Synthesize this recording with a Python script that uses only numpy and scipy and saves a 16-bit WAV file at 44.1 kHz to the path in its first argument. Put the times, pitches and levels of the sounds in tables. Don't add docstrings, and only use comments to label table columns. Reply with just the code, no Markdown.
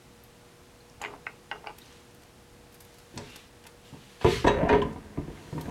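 import sys
import numpy as np
from scipy import signal
from scipy.fft import rfft, irfft
from scipy.io import wavfile
from scipy.ndimage import uniform_filter1d

SR = 44100
rng = np.random.default_rng(int(sys.argv[2]) if len(sys.argv) > 2 else 0)


def attenuation_scalar(level_db):
    decades = np.asarray(level_db, float) / 20
    return 10 ** decades


def materialize(psi):
    bounded = np.clip(np.atleast_2d(psi).T, -1, 1)
    quanta = np.round(bounded * 32767).astype(np.int16)
    wavfile.write(sys.argv[1], SR, quanta)


N = 251370


def read(points, hz):
    f, value = np.transpose(points)
    return np.interp(np.log(hz + 1), np.log(f + 1), value)


def evened(x):
    return x / np.sqrt(np.mean(x ** 2) + 1e-20)


def curve(tables):
    out = np.full(N, -120.)
    for rows in tables:
        s, value = np.transpose(rows)
        at = np.arange(round(s[0] * SR), min(round(s[-1] * SR), N))
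        out[at] = np.interp(at / SR, s, value)
    return out


def stroke(start, rise, fade, db):
    edge_db = -25
    u = np.arange(N) / SR - start - rise
    u = np.where(u < 0, u / rise, u / fade)
    return attenuation_scalar(db + edge_db * u ** 2) * (abs(u) < 1)


def noise(spectrum, patchy_db):
    a, b, patches = rng.standard_normal((N // 256 + 5, 513, 3)).T
    patches = uniform_filter1d(patches, size=12, axis=0)
    patches = evened(uniform_filter1d(patches, size=12, axis=1))
    shape_db = read(spectrum, np.fft.rfftfreq(1024, 1 / SR))[:, None]
    z = (a + 1j * b) * attenuation_scalar(shape_db + patchy_db * patches)
    return evened(signal.istft(z, nperseg=1024, noverlap=768)[1][:N])


def grains(per_s, spread_db, soft_hz):
    size = attenuation_scalar(spread_db * np.minimum(rng.exponential(1, N), 3)) * rng.choice([-1., 1.], N)
    clicks = size * (rng.random(N) < per_s / SR)
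    return evened(signal.sosfilt(signal.butter(2, soft_hz, fs=SR, output="sos"), clicks))


def ring(drive, hz, t60):
    r, w = np.exp(-np.log(1000) / (max(t60, .005) * SR)), 2 * np.pi * hz / SR
    return signal.lfilter([0, np.sin(w)], [1, -2 * r * np.cos(w), r * r], drive)


def rubbed(modes, drive, damping):
    out = np.zeros(N)
    for hz, db, t60 in modes:
        short_t60 = damping * t60
        out += attenuation_scalar(db) * ring(drive(hz) / np.sqrt(short_t60 * SR), hz, short_t60)
    return out


def struck(modes, crowd, s, colour_db, grip, luck_db, shift, contact_s, bounce_s, bounce_db, size):
    out, t = np.zeros(N + size), np.arange(size) / SR
    hz, db, t60 = np.transpose(modes)[:, :, None]
    bands = [signal.butter(3, [lo, hi], "bandpass", fs=SR, output="sos") for lo, hi, *_ in crowd]
    luck = rng.standard_normal((len(s), 3, len(modes), 1))
    hiss = rng.standard_normal((len(s), len(crowd), size))
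    bounces = rng.random((len(s), 4))
    hold = 1 - grip * rng.random(len(s))
    mode_db = np.array([colour_db(f) for f in hz[:, 0]]).T[:, :, None]
    crowd_db = np.array([colour_db(np.sqrt(lo * hi)) + level for lo, hi, level, _ in crowd]).T
    for k, start in enumerate(s):
        fall = -60 * t / hold[k]
        cycles = hz * (1 + shift * luck[k, 0]) * t
        level_db = db + mode_db[k] + luck_db * luck[k, 1] + fall / t60
        rings = attenuation_scalar(level_db) * np.sign(luck[k, 2]) * np.sin(2 * np.pi * cycles)
        sound = (rings * (1 - np.exp(-t * hz / 0.49))).sum(0)
        for band, level, white, (low_hz, _, _, crowd_t60) in zip(bands, crowd_db[k], hiss[k], crowd):
            weak = evened(signal.sosfilt(band, white)) * (1 - np.exp(-t * low_hz / 0.51))
            sound += attenuation_scalar(level + fall / crowd_t60) * weak
        taps = signal.unit_impulse(size)
        taps[(bounces[k] * bounce_s * SR).astype(int) + 1] = attenuation_scalar(bounce_db - 4.6 * bounces[k])
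        sound = signal.fftconvolve(sound * np.clip(t / contact_s, 0, 1), taps)[:size]
        out[round(start * SR):][:size] += sound
    return out[:N]


# f/Hz, relative level/dB
AIR = [(15, -13), (28, 5), (110, -1.5), (230, -2.5), (420, -7.5), (700, -9), (1200, -12.5), (3000, -17),
       (6300, -21.5), (10000, -24), (15800, -34)]
# f/Hz, mean level/dB
HUM = [(120, -69.5), (240, -77.5), (360, -70), (480, -63.5), (600, -77.5), (720, -78.5), (840, -74)]


def air():
    t = np.arange(N) / SR
    out = attenuation_scalar(-54.5) * noise(AIR, patchy_db=-0.2)
    for hz, db in HUM:
        waver = evened(uniform_filter1d(rng.standard_normal(N), size=4000, mode="wrap"))
        out += np.sqrt(2) * attenuation_scalar(db + 1.5 * waver) * np.sin(2 * np.pi * (hz * t + rng.random()))
    return out


# t/s, level before the envelope/dB, spectrum at 12.5 kHz/dB
TICKS = [(0.135, -68, -20), (0.236, -51.5, 18), (0.248, -64, 20), (1.0168, -40, -4), (1.7834, -45, 6),
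         (1.855, -50, -7), (1.925, -50, -21), (2, -54, -20), (2.1083, -57, -5), (2.145, -53, 7),
         (2.22, -55, 6), (2.232, -54, -3), (2.724, -53, 4), (2.742, -46.5, 7), (2.752, -58, -3),
         (2.804, -44, 7), (2.819, -52, 8), (2.8469, -53, 8), (2.941, -51.5, -3), (2.983, -51, 0),
         (2.9994, -56, -5), (3.13, -57, -15), (3.158, -51, 7), (3.1747, -30.5, -32), (3.2986, -50, -6),
         (3.3584, -37, -4), (3.638, -49, -11), (3.6658, -42.5, -4), (4.2428, -39, -8), (4.464, -41, -23),
         (4.473, -31, -30), (4.6875, -39, -30), (4.821, -44, -18), (4.924, -51, -23), (5.6103, -40.5, 3)]


def ticks():
    decay_s, lead_s = 0.0023, 0.0015
    out, t = np.zeros(N + 4096), np.arange(4096) / SR
    hz = np.fft.rfftfreq(4096, 1 / SR)
    u = t / decay_s
    draws = rng.standard_normal((len(TICKS), 2, 4096))
    for (s, db, top_db), (puff, lumps) in zip(TICKS, draws):
        spectrum = [(2500, 1.5), (5500, 1.0), (8000, -2.0), (12500, top_db), (16000, top_db - 15)]
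        hiss = evened(irfft(rfft(puff) * attenuation_scalar(read(spectrum, hz))))
        crackle = attenuation_scalar(3.5 * evened(uniform_filter1d(lumps, size=40)))
        out[round((s - lead_s) * SR):][:4096] += attenuation_scalar(db) * hiss * crackle * u ** 2 * np.exp(-u)
    return out[:N]


# t/s, level/dB, f/Hz, t60/s (held to 25 ms at most)
TINKS = [(0.805, -50, 4170, .025), (0.8987, -38.5, 5530, 0.0046), (1.017, -30, 6860, .013),
         (1.266, -23, 2400, 0.0054), (1.514, -35, 4900, 0.0094), (1.67, -36, 4670, 0.014),
         (1.818, -38.5, 3780, 0.015), (1.861, -50, 6100, .018), (1.878, -48, 4250, .02),
         (1.9155, -50, 3260, .017), (3.653, -33, 2600, 0.0043), (4.479, -20.5, 3910, 0.018),
         (4.483, -34, 6000, 0.027), (4.8181, -22.5, 3050, .014)]


def tinks():
    pair_ratio = 1.09
    out, t = np.zeros(N), np.arange(2048) / SR
    for s, db, hz, t60 in TINKS:
        pair = np.sin(2 * np.pi * hz * t) + .5 * np.sin(2 * np.pi * pair_ratio * hz * t)
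        decay = attenuation_scalar(db - 60 * t / min(t60, .025))
        out[round(s * SR):][:2048] += decay * pair * (1 - np.exp(-t * hz / 2))
    return out


# start t/s, length/s, first level/dB, change over the length/dB
SHIVER = [(0.998, 0.17, -65, 3.5), (1.254, 0.094, -64, -16), (1.506, .25, -70.5, 0)]
# f/Hz, level/dB, undamped t60/s
HOUSING = [(410, -4.5, 0.085), (487, -14, 0.057), (740, 2.5, 0.0049), (873, 3.5, 0.044), (1140, 4, 0.019),
           (1400, -23, 0.053), (1530, -3.5, 0.035), (1967, -2.5, 0.047), (2205, -6, 0.035),
           (2446, 4.5, 0.015), (2760, -13, 0.02), (2880, -2.5, 0.024), (3775, -20, 0.028),
           (4170, -12, 0.036), (4560, 2, 0.044), (5250, 5, 0.041), (6000, -19, .06), (6300, -1, 0.048),
           (7800, -17, 0.024)]


def shiver():
    level = curve([[(s, db), (s + length, db + change)] for s, length, db, change in SHIVER])
    chatter = attenuation_scalar(level) * grains(1500, spread_db=3.0, soft_hz=1950)
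    return chatter + rubbed(HOUSING, lambda hz: chatter, damping=0.25)


# t/s, blow level/dB, upper modes' relative level/dB
CLACKS = [(1.015, -44, 3), (1.026, -40, -5), (1.032, -44, 1), (1.039, -36.5, 4.5), (1.049, -37, 5),
          (1.058, -39.5, 3), (1.066, -50, -14), (1.082, -45, -19), (1.096, -53, -9), (1.104, -44, -20),
          (1.129, -51, -10), (1.137, -43, -12), (1.2676, -33.5, 5), (1.271, -51, -20), (1.295, -56, -7),
          (1.514, -38, 6), (1.524, -35.5, -19), (1.533, -50, -24), (1.547, -43.5, -19), (1.559, -44, -23),
          (1.642, -43.5, -13), (1.662, -40, -8), (1.671, -33, -3), (1.694, -40.5, -4), (1.703, -41, -19)]
# low f/Hz, high f/Hz, level/dB, undamped t60/s
HOUSING_CROWD = [(300, 460, -15, 0.079), (640, 1470, -0.5, 0.056), (1430, 2650, -6.5, 0.027),
                 (3300, 9700, -8, .025)]


def clacks():
    s, db, upper_db = np.transpose(CLACKS)

    def colour(hz):
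        if hz < 1400:
            return db
        if hz < 3800:
            return db + upper_db
        return db - 25.5 + 0.61 * upper_db

    return struck(HOUSING, HOUSING_CROWD, s, colour, grip=0.54, luck_db=4, shift=0.044,
                  contact_s=0.00026, bounce_s=.014, bounce_db=-12, size=4096)


# start t/s, rise/s, fade/s, level/dB, gain above 5 kHz/dB
SLIDES = [(1.65, 0.25, 0.24, -58.5, -3), (2.6, 0.39, .5, -67, 5), (3.1, 0.23, 0.21, -52, -7),
          (3.82, 0.047, 0.11, -57, -3), (3.85, 0.23, .4, -56.5, -3), (4.205, 0.015, 0.022, -52, -16),
          (4.202, 0.12, 0.16, -33, -8.5), (5.2, .17, 0.29, -60, -1.5), (5.3, 0.36, .4, -62.5, 8)]
# f/Hz, relative level/dB
SLIDE = [(500, -45), (1000, -5.5), (1500, -3.5), (2000, -1), (3600, 0), (4800, -6), (6000, -6.5),
         (12000, -15), (15800, -28)]


def slides():
    hiss = noise(SLIDE, patchy_db=1.5)
    body = signal.filtfilt(*signal.butter(2, 5000, fs=SR), hiss)
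    out = np.zeros(N)
    for start, rise, fade, db, bright_db in SLIDES:
        out += (body + attenuation_scalar(bright_db) * (hiss - body)) * stroke(start, rise, fade, db)
    return out


# t/s, pressure level/dB
GRIND = [
    [(3.12, -68), (3.212, -51), (3.3, -73)],
    [(4.42, -65), (4.508, -34), (4.622, -36), (4.692, -36.5), (4.88, -46.5), (4.98, -56), (5.566, -55),
     (5.7, -47)],
]
# f/Hz, level/dB, undamped t60/s
BENCH = [(51.8, -6, 0.19), (107.3, 0.5, 0.063), (136.8, 1.5, 0.048), (211, -6, 0.091), (236.3, 4.5, 0.05),
         (293.4, -3.5, 0.062), (349, -11, 0.12), (412, -5, 0.17), (450, -19, 0.36), (532, -19, 0.37),
         (572, -18, 0.26), (690, -4.5, 0.034), (727.7, -13.5, 0.2), (906.4, -11, 0.13), (956.5, -5, 0.13),
         (1232, -7, 0.25), (1611, 4, 0.047), (1817, -4, 0.18), (1852, 10, 0.016), (2095, 1, 0.034),
         (2183, -10, 0.23), (2330, -1, 0.033), (2613, 5, 0.036), (3340, -7, 0.089), (3450, -8, 0.05),
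         (3807, -15, 0.17), (5930, -6.5, 0.044), (6080, 3, 0.05), (6800, -23, 0.037), (8100, -4, 0.079)]


def grind():
    bass_db, upper_db, shrill_per_db = -13, -12, -0.09
    level = uniform_filter1d(curve(GRIND), size=300)
    coarse = grains(1500, spread_db=4.5, soft_hz=950)
    fine = grains(4000, spread_db=13.0, soft_hz=3050)
    mid = coarse * attenuation_scalar(level)
    low = mid * attenuation_scalar(bass_db)
    high = fine * attenuation_scalar(level + upper_db + shrill_per_db * (level + 48))

    def drive(hz):
        if hz < 300:
            return low
        if hz < 1100:
            return mid
        return high * attenuation_scalar(-7 * np.log2(hz / 1400))

    return rubbed(BENCH, drive, damping=0.31)


# t/s, blow level/dB, bass relative level/dB, upper relative level/dB
CLUNKS = [(3.14, -59, 18, -20), (3.162, -53, 18.5, -22), (3.175, -36, -19, -14), (3.188, -44, -14, -10),
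          (3.212, -55, -4, -3), (3.653, -51.5, -4, -5), (3.926, -54, 14, -21), (3.936, -45, 4, -17),
          (4.211, -39.5, -1, -7), (4.245, -14, -5.5, -25), (4.255, -20.5, -20, -18.5),
          (4.264, -32.5, 6.5, -5), (4.443, -30, -10.5, -8), (4.445, -16, -0.5, -25), (4.465, -24.5, -4, -8),
          (4.47, -12, -9, -19.5), (4.481, -23, -11, -7.5), (4.63, -24.5, 5.5, -16.5),
          (4.649, -32.5, -23, -19), (4.692, -39.5, -12, 12.5), (4.697, -16, -10, -24),
          (4.707, -30, -22, -19), (4.714, -23, 4.5, -21), (4.727, -17, -6.5, -11.5),
          (4.735, -15.5, -10, -21), (4.759, -33, 2.5, -26), (4.784, -31, 5.5, -11.5),
          (4.82, -26, -22, -16.5), (4.85, -35, 9, -16), (4.96, -39, 8, -17.5), (5.174, -35.5, 8, -21.5),
          (5.199, -55, -9, -24), (5.277, -41.5, 8.5, -18), (5.289, -51, 0, -16), (5.304, -49.5, 12, -16),
          (5.374, -55, 13, -2), (5.526, -42.5, 11, -18), (5.549, -48.5, 18.5, -32.5),
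          (5.579, -33.5, 5.5, -17.5), (5.6, -49.5, -12, -3), (5.634, -48, 4.5, -12), (5.657, -42, 15, -8),
          (5.68, -47.5, 15, -18)]
# low f/Hz, high f/Hz, level/dB, undamped t60/s
BENCH_CROWD = [(60, 420, 3, 0.1), (300, 1065, -4, 0.059), (1130, 3150, -6, 0.21), (2600, 4200, -20, 0.043),
               (4600, 11000, -5.5, 0.045)]


def clunks():
    seated_s, seated_db, top_db = 4.6, -11, -14
    s, db, bass_db, upper_db = np.transpose(CLUNKS)
    deep_db = bass_db + 0.16 * (db + 33.0)

    def colour(hz):
        if hz < 125:
            tilt = deep_db
        elif hz < 300:
            tilt = bass_db
        elif hz < 1100:
            tilt = 0
        elif hz < 4500:
            tilt = upper_db
        else:
            tilt = upper_db + top_db
        return db + tilt + seated_db * (s > seated_s) * (hz > 2500)

    return struck(BENCH, BENCH_CROWD, s, colour, grip=0.67, luck_db=3.0, shift=.022,
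                  contact_s=0.00086, bounce_s=.03, bounce_db=-8.0, size=11000)


# start t/s, rise/s, fade/s, level/dB, first f/Hz, last f/Hz, bandwidth/Hz, steady share (0-1)
GROAN = [(3.24, 0.068, 0.11, -56.5, 2714, 2890, 280, .05), (4.5, .13, .12, -26, 447, 950, 105, 0.23),
         (4.76, 0.074, .08, -28.5, 232, 213.8, 31, 0.58), (4.9, 0.047, 0.34, -42, 211, 205, 26, 0.8)]


def groan():
    out = np.zeros(N)
    for start, rise, fade, db, first_hz, last_hz, width_hz, steady in GROAN:
        ends = [start, start + rise + fade]
        hz = 1 / np.interp(np.arange(N) / SR, ends, [1 / first_hz, 1 / last_hz])
        turn, r = np.exp(2j * np.pi * np.cumsum(hz) / SR), np.exp(-np.pi * width_hz / SR)
        white = rng.standard_normal(N) + 1j * rng.standard_normal(N)
        slow = signal.lfilter([1 - r], [1, -r], white)
        slow = signal.lfilter([1 - r], [1, -r], slow)
        fuzzy = evened((turn * slow).real)
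        tone = np.sqrt(2) * turn.real
        out += (steady * tone + (1 - steady) * fuzzy) * stroke(start, rise, fade, db)
    return out


# f/Hz, t60/s
ROOM = [(100, 0.73), (500, 0.35), (2000, 0.17), (5000, 0.36), (10000, 0.24)]


def room(x):
    taps = np.zeros(SR // 2)
    at = np.arange(200, SR // 2 - 22, 22)
    taps[at + rng.integers(0, 22, len(at))] = rng.choice([-1., 1.], len(at))
    hz, t, z = signal.stft(taps, SR, nperseg=256)
    tail = signal.istft(z * attenuation_scalar(-60 * t / read(ROOM, hz)[:, None]), SR, nperseg=256)[1]
    return signal.fftconvolve(x, tail / np.linalg.norm(tail))[:N]


def scene():
    work = ticks() + tinks() + shiver() + clacks() + slides() + grind() + clunks() + groan()
    return (work + attenuation_scalar(-9) * room(work) + air())[None]


def top_cut(x):
    return signal.sosfilt(signal.butter(12, 16460, fs=SR, output="sos"), x)


def record(dry):
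    heard = signal.sosfilt(signal.butter(2, 33, "highpass", fs=SR, output="sos"), dry)
    return top_cut(heard)


dry = scene()
out = record(dry)
materialize(out)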